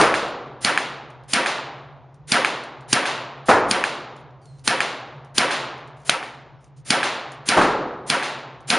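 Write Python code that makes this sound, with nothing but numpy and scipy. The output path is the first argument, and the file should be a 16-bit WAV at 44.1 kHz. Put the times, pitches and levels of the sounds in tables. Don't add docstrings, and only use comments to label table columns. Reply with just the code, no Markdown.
import sys
import numpy as np
from scipy import signal
from scipy.fft import rfft, irfft, next_fast_len
from scipy.io import wavfile
from scipy.ndimage import uniform_filter1d

SR = 44100
rng = np.random.default_rng(int(sys.argv[2]) if len(sys.argv) > 2 else 0)


def wav_record(signal):
    frames = np.transpose(np.atleast_2d(signal))
    bounded = np.clip(frames, -1, 1)
    quanta = np.round(bounded * 32767).astype(np.int16)
    wavfile.write(sys.argv[1], SR, quanta)


def magnitude_from_level(level_db):
    exponent = np.asarray(level_db, float) / 20
    return 10 ** exponent


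N = 387198
HOP, FRAMES = 256, 220
T = np.arange(FRAMES * HOP) / SR
SHORT = 4000


def along(points, hz):
    f, v = np.transpose(points)
    return np.interp(np.log(hz + 1), np.log(f + 1), v)


def filtered(x, response):
    size = next_fast_len(x.shape[-1] + 8192)
    gain = response(np.fft.rfftfreq(size, 1 / SR))
    return irfft(rfft(x, size) * gain, size)[..., :x.shape[-1]]


def add(out, x, s):
    i = round(s * SR)
    x = x[..., max(-i, 0):max(N - i, 0)]
    out[..., max(i, 0):][..., :x.shape[-1]] += x


# pitch_hz, side_minus_mid_db
WIDTH = [(60, -10), (130, -15), (250, -23.5), (500, -27.5), (1100, -26), (2000, -21), (4000, -16),
         (8000, -14)]


def mid_side_gain(hz):
    return np.array([hz ** 0, magnitude_from_level(along(WIDTH, hz))])


def noise(spectrum, size):
    white = rng.standard_normal((2, size))
    pair = filtered(white, lambda hz: magnitude_from_level(along(spectrum, hz)) * mid_side_gain(hz))
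    return pair / np.std(pair[0])


def reflections():
    return rng.standard_normal((2, HOP + 1, FRAMES + 1, 2)) @ [1, 1j]


def dying(draw, spectrum, t60, tilt_db=0, build_up=((1, .001),)):
    hz = np.fft.rfftfreq(2 * HOP, 1 / SR)
    t = np.arange(FRAMES + 1) * HOP / SR
    colour = magnitude_from_level(along(spectrum, hz) + tilt_db * np.log2((hz + 100) / 1000))
    fade = magnitude_from_level(-60 * t / along(t60, hz)[:, None])
    fill = 1 - np.exp(-(t + .003) / along(build_up, hz)[:, None])
    shape = colour[:, None] * fade * fill / np.linalg.norm(colour) * .8
    return signal.istft(draw * shape * mid_side_gain(hz)[..., None], nperseg=2 * HOP)[1]


def rings(rows, scatter_db, rough, rise):
    delay, hz, db, t60 = np.transpose(rows)[..., None]
    t = np.maximum(T[:SHORT] - .003 - delay, 0)
    drift = rough * np.cumsum(rng.standard_normal(t.shape) * (t > 0), axis=1) * np.sqrt(hz / SR)
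    level_db = db + scatter_db * rng.standard_normal(hz.shape) - 60 * t / t60
    level = magnitude_from_level(level_db) * (1 - np.exp(-t / rise))
    return np.sum(level * np.sin(2 * np.pi * hz * t + drift), axis=0)


# start_s, crack_db, booth_db, backstop_slap_db, hall_over_booth_db
SHOTS = [(.0125, -6, -18, -6.3, -6), (.6473, -3.3, -17, -3.5, -9.5), (1.3345, -.5, -16, -6.6, -6.5),
         (2.319, -1.5, -15, -1, -10), (2.929, 6, -16.5, -12, -6.5), (3.711, -1, -19.5, -3, -6.5),
         (4.6764, .5, -17.5, -1.5, -6.5), (5.3807, 3.2, -16, -13, -6.5), (6.9042, .8, -16, -6.8, -5.5),
         (7.488, -.5, -15.5, -10, -9.5), (8.0998, -1.5, -18, -15, -8), (8.702, -4, -15.3, -10, -8)]
# start_s, crack_db, booth_db, backstop_slap_db, hall_over_booth_db
SNAPPY_SHOT = (6.0945, 1.5, -18, -22, -21)
# delay_s, pitch_hz, level_db, t60_s
CRACK = [(-.0018, 2900, -11, .004), (.0006, 4300, -5, .009), (.0012, 4700, -4, .009),
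         (.0006, 9100, -9, .009), (.0009, 1500, -11, .01), (.0025, 240, -16, .03), (.003, 135, -27, .09),
         (.008, 9000, -17, .008), (.001, 6500, -9, .009), (.0009, 3400, -7, .008), (.008, 4500, -14, .008),
         (.0035, 5000, -15, .015)]
# delay_s, pitch_hz, level_db, t60_s
SNAP = [(0, 2700, 3, .004), (.0013, 3000, -3, .004), (0, 1400, -4, .012), (.0028, 9200, -11, .01),
        (.002, 6200, -11, .012), (.0025, 4500, -9, .006), (.0003, 3700, -4, .008), (.001, 700, -12, .015)]


def rifle():
    out = np.zeros((2, N))
    walls, same = rooms(), .85
    steel_hit_s, rubber_hit_s = .1285, .126
    for row in SHOTS:
        hit_s = steel_hit_s if row[3] > -6.5 else rubber_hit_s
        shot(out, row, CRACK, same * walls + np.sqrt(1 - same ** 2) * rooms(), hit_s)
    shot(out, SNAPPY_SHOT, SNAP, rooms(), .1335, duck_db=-7)
    return filtered(out, lambda hz: magnitude_from_level(along([(30, -45), (80, -20), (125, 0)], hz)))


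# delay_s, pitch_hz, level_db, t60_s
SLAP = [(0, 1700, -1, .011), (0, 2300, -1, .008), (.0095, 1900, -5, .004), (0, 9200, -24, .01),
        (0, 4600, -19, .008), (0, 6500, -23, .008)]
# pitch_hz, level_db
BOOTH = [(60, -45), (110, -22), (260, -7.5), (520, -7), (750, -2.5), (1050, -3.5), (1400, -3), (2200, -3),
         (3200, -7), (5460, -13), (7500, -19), (10600, -17), (22000, -120)]
# pitch_hz, t60_s
BOOTH_T60 = [(150, 1.1), (400, 1.3), (900, 1.2), (1500, .85), (2500, .7), (5000, .45), (9000, .36)]
# pitch_hz, build_up_s
BUILD_UP = [(300, .01), (1000, .025), (1500, .012), (2500, .001)]
# pitch_hz, level_db
HALL = [(60, -40), (250, -14), (750, -4), (1500, -4), (4000, -7.5), (5200, -14), (7200, -18), (10600, -21),
        (22000, -120)]
# pitch_hz, t60_s
HALL_T60 = [(150, 1.4), (400, 1.7), (800, 1.5), (1500, 1.0), (2500, .84), (4200, .74), (5200, .63),
            (7300, .52), (9000, .36)]


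def shot(out, row, crack, room, delay, duck_db=0):
    s, crack_db, booth_db, slap_db, hall_db = row
    muzzle = rings(crack, scatter_db=1.8, rough=.6, rise=.00012)
    add(out[0], magnitude_from_level(crack_db) * muzzle, s - .003)
    slap = rings(SLAP, scatter_db=1.1, rough=.3, rise=.0002)
    add(out[0], magnitude_from_level(slap_db + 1.5) * slap, s + delay - .003)
    add(out[0], magnitude_from_level(booth_db + 1.5 + duck_db / 2) * swells(), s)
    booth = dying(room[0], BOOTH, BOOTH_T60, build_up=BUILD_UP)
    add(out, magnitude_from_level(booth_db + duck_db * (1 - np.exp(-T / .07))) * booth, s + crack[0][0])
    hall = dying(room[1], HALL, HALL_T60)
    add(out, magnitude_from_level(booth_db + hall_db) * (1 - np.exp(-T / .003)) * hall, s + delay)


def rooms():
    return np.array([reflections(), reflections()])


# delay_s, pitch_hz, level_db, width_s
SWELLS = [(.034, 230, -13, .012), (.026, 140, -23, .016), (.048, 1350, -5, .012), (.073, 540, -8, .011),
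          (.056, 950, -7, .012), (.036, 720, -9, .014), (.04, 1750, -10, .02), (.033, 5300, -16, .004)]


def swells():
    delay, hz, db, width = np.transpose(SWELLS)[..., None]
    t = T[:2 * SHORT]
    drift = .45 * np.cumsum(rng.standard_normal((len(hz), len(t))), axis=1) * np.sqrt(hz / SR)
    level = magnitude_from_level(db + 1.5 * rng.standard_normal(hz.shape)) * np.exp(-((t - delay) / width) ** 2)
    return np.sum(level * np.sin(2 * np.pi * hz * t + drift), axis=0)


# start_s, boom_db, rise_s, tilt_db_per_octave
BOOMS = [
    (-.012, -9, .004, -.4),
    (3.483, -7.2, .007, -.3),
    (7.565, -8, .01, -1.6),
]
# pitch_hz, level_db
HEAVY = [(35, -60), (60, -38), (185, -13), (330, -6), (490, -4), (806, -5), (1250, -4), (1700, -9),
         (3000, -21), (6000, -28), (10600, -31), (22000, -120)]
# pitch_hz, t60_s
BOOM_T60 = [(150, 1.2), (400, 1.4), (1000, 1.2), (2500, .75), (5000, .6), (9000, .35)]


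def booms():
    out = np.zeros((2, N))
    for s, db, rise, tilt_db in BOOMS:
        swell = (1 - np.exp(-T / rise)) * (1 + 1.2 * magnitude_from_level(-60 * T / .4))
        add(out, magnitude_from_level(db - 6) * swell * dying(reflections(), HEAVY, BOOM_T60, tilt_db), s)
    return out


# start_s, peak_db, pitch_hz
TICKS = [(0.2824, -36, 5410), (1.1029, -46, 4150), (1.2366, -50, 4190), (2.143, -49, 5530),
         (2.6364, -34, 4380), (2.8075, -45, 4200), (4.1649, -44, 7100), (4.3074, -59, 5550),
         (4.4558, -42, 7150), (4.5864, -50, 4160), (4.5945, -45, 4290), (5.247, -46, 5660),
         (5.7794, -46, 4000), (5.8745, -44, 4310), (5.9694, -53, 4090), (6.0018, -50, 7000),
         (6.018, -53, 6500), (6.034, -51, 7200), (6.6428, -44, 6050), (6.7694, -54, 6290),
         (7.3188, -32, 7040), (8.6058, -47, 5950)]
# pitch_hz, level_db
CLOTH = [(800, -30), (2500, -4), (6000, 0), (10500, -5), (22000, -120)]


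def ticks():
    out, t = np.zeros((2, N)), T[:SHORT]
    for s, db, hz in TICKS:
        snap_and_tail = .35 * magnitude_from_level(-60 * t / .02) + .11 * magnitude_from_level(-60 * t / .2)
        tick = snap_and_tail * noise(CLOTH, SHORT)
        tick[0] += .5 * magnitude_from_level(-60 * t / .015) * np.sin(2 * np.pi * hz * t)
        add(out, magnitude_from_level(db - 2.5) * tick, s)
    return out


# start_s, length_s, first_hz, settled_hz, peak_db
SQUEAKS = [
    (4.41, .195, 4850, 4110, -60),
    (6.552, .085, 5350, 5300, -76),
]
# start_s, length_s, level_db
RUSTLE = [(4.15, .1, -71), (4.41, .24, -70), (6.76, .07, -63), (5.96, .1, -69), (6.6, .1, -71)]


def handling():
    out, t = np.zeros((2, N)), np.arange(N) / SR
    waver = uniform_filter1d(rng.standard_normal(N), size=150)
    for s, length, first_hz, settled_hz, db in SQUEAKS:
        sag = np.exp(-np.clip(t - s, 0, length) / .045)
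        hz = settled_hz + (first_hz - settled_hz) * sag
        phase = 2 * np.pi * np.cumsum(hz + 700 * waver) / SR
        swell_db = 7 * (np.exp(-(((t - s) / length - .45) / .16) ** 2) - 1)
        edges = np.clip(np.minimum(t - s, s + length - t) / .012, 0, 1)
        out[0] += magnitude_from_level(db + swell_db) * edges * (np.sin(phase) + .3 * np.sin(2 * phase))
    rub = np.zeros(N)
    for s, length, db in RUSTLE:
        rub += magnitude_from_level(db) * np.clip(np.minimum((t - s) / .01, (s + length - t) / .04), 0, 1)
    return out + rub * noise(CLOTH, N)


# pitch_hz, level_db
AIR = [(15, -55), (30, -36), (42, -30), (60, -16), (100, -21), (120, -4), (138, 3), (152, -6), (168, -24),
       (230, -26), (900, -32), (3000, -47), (7000, -62), (8500, -85), (22000, -120)]


def air():
    starts = np.array([row[0] for row in SHOTS + BOOMS + [SNAPPY_SHOT]])
    since = np.arange(N) / SR - starts[:, None]
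    duck_db = -9 * np.max((since > 0) * np.exp(-np.abs(since) / .5), axis=0)
    return magnitude_from_level(-45 + 1 + duck_db) * noise(AIR, N)


# pitch_hz, level_db
SPRAY = [(120, -30), (200, 0), (1070, -7), (1600, -3), (5830, -4), (10100, -2), (10600, -3), (13800, -33),
         (22000, -120)]


def lead_in_spray():
    out = np.zeros((2, N))
    grid_s, grid_start_s, least_lead_s = .032, .008, .018
    attacks = [(row[0], row[2] - 10) for row in SHOTS + [SNAPPY_SHOT]]
    attacks.append((BOOMS[1][0], -33))
    for s, db in attacks:
        lead = least_lead_s + (s - least_lead_s - grid_start_s) % grid_s
        rise = T[:SHORT] / (lead + .01)
        level = magnitude_from_level(db - 150 * lead)
        add(out, level * (rise < 1) * rise ** .95 * noise(SPRAY, SHORT), s - lead - .01)
    return out


def scene():
    mid, side = rifle() + booms() + ticks() + handling() + air() + lead_in_spray()
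    return np.array([mid + side, mid - side])


# pitch_hz, level_db_per_bin
MID_KEPT = [(6500, -120), (7500, -96), (10500, -90)]
# pitch_hz, level_db_per_bin
SIDE_KEPT = [(100, -64), (300, -69), (1500, -70), (4000, -74), (6000, -84), (8000, -89)]


def starved(pair):
    hz, t, z = signal.stft(pair, SR, nperseg=1411)
    band = np.sqrt(hz / 8).astype(int)
    frame = np.arange(len(t)) // 2
    band_starts, frame_starts = np.unique(band, True)[1], np.unique(frame, True)[1]
    power = np.add.reduceat(abs(z) ** 2, band_starts, 1)
    power = np.add.reduceat(power, frame_starts, 2) / 2
    masking = np.array([[[.85]], [[.55]]])
    loud_db = 10 * np.log10(power[0].sum(0) + 1e-20) + 35
    level_db = 10 * np.log10(power / np.bincount(band)[:, None] + 1e-20) - masking * loud_db
    level_db += np.array([[[4]], [[6]]]) * rng.standard_normal(power.shape)
    limit_db = np.array([along(MID_KEPT, hz), along(SIDE_KEPT, hz)])[..., None]
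    kept = level_db[:, band][..., frame] > limit_db
    return signal.istft(z * kept, SR, nperseg=1411)[1][:, :N]


def top_cut(x):
    return signal.sosfilt(signal.butter(12, 11550, fs=SR, output="sos"), x)


# pitch_hz, level_db
TREBLE_NOTCH = [(7550, 0), (7800, -18), (7980, -18), (8150, 1.5), (10600, 1.5), (10800, -30), (12000, -45),
                (16000, -50)]


def record(dry):
    left, right = filtered(dry, lambda hz: magnitude_from_level(along(TREBLE_NOTCH, hz)))
    mid, side = starved([(left + right) / 2, magnitude_from_level(3) * (left - right) / 2])
    mix = np.clip([mid + side, mid - side], -1, 1)
    return top_cut(mix)


dry = scene()
out = record(dry)
wav_record(out)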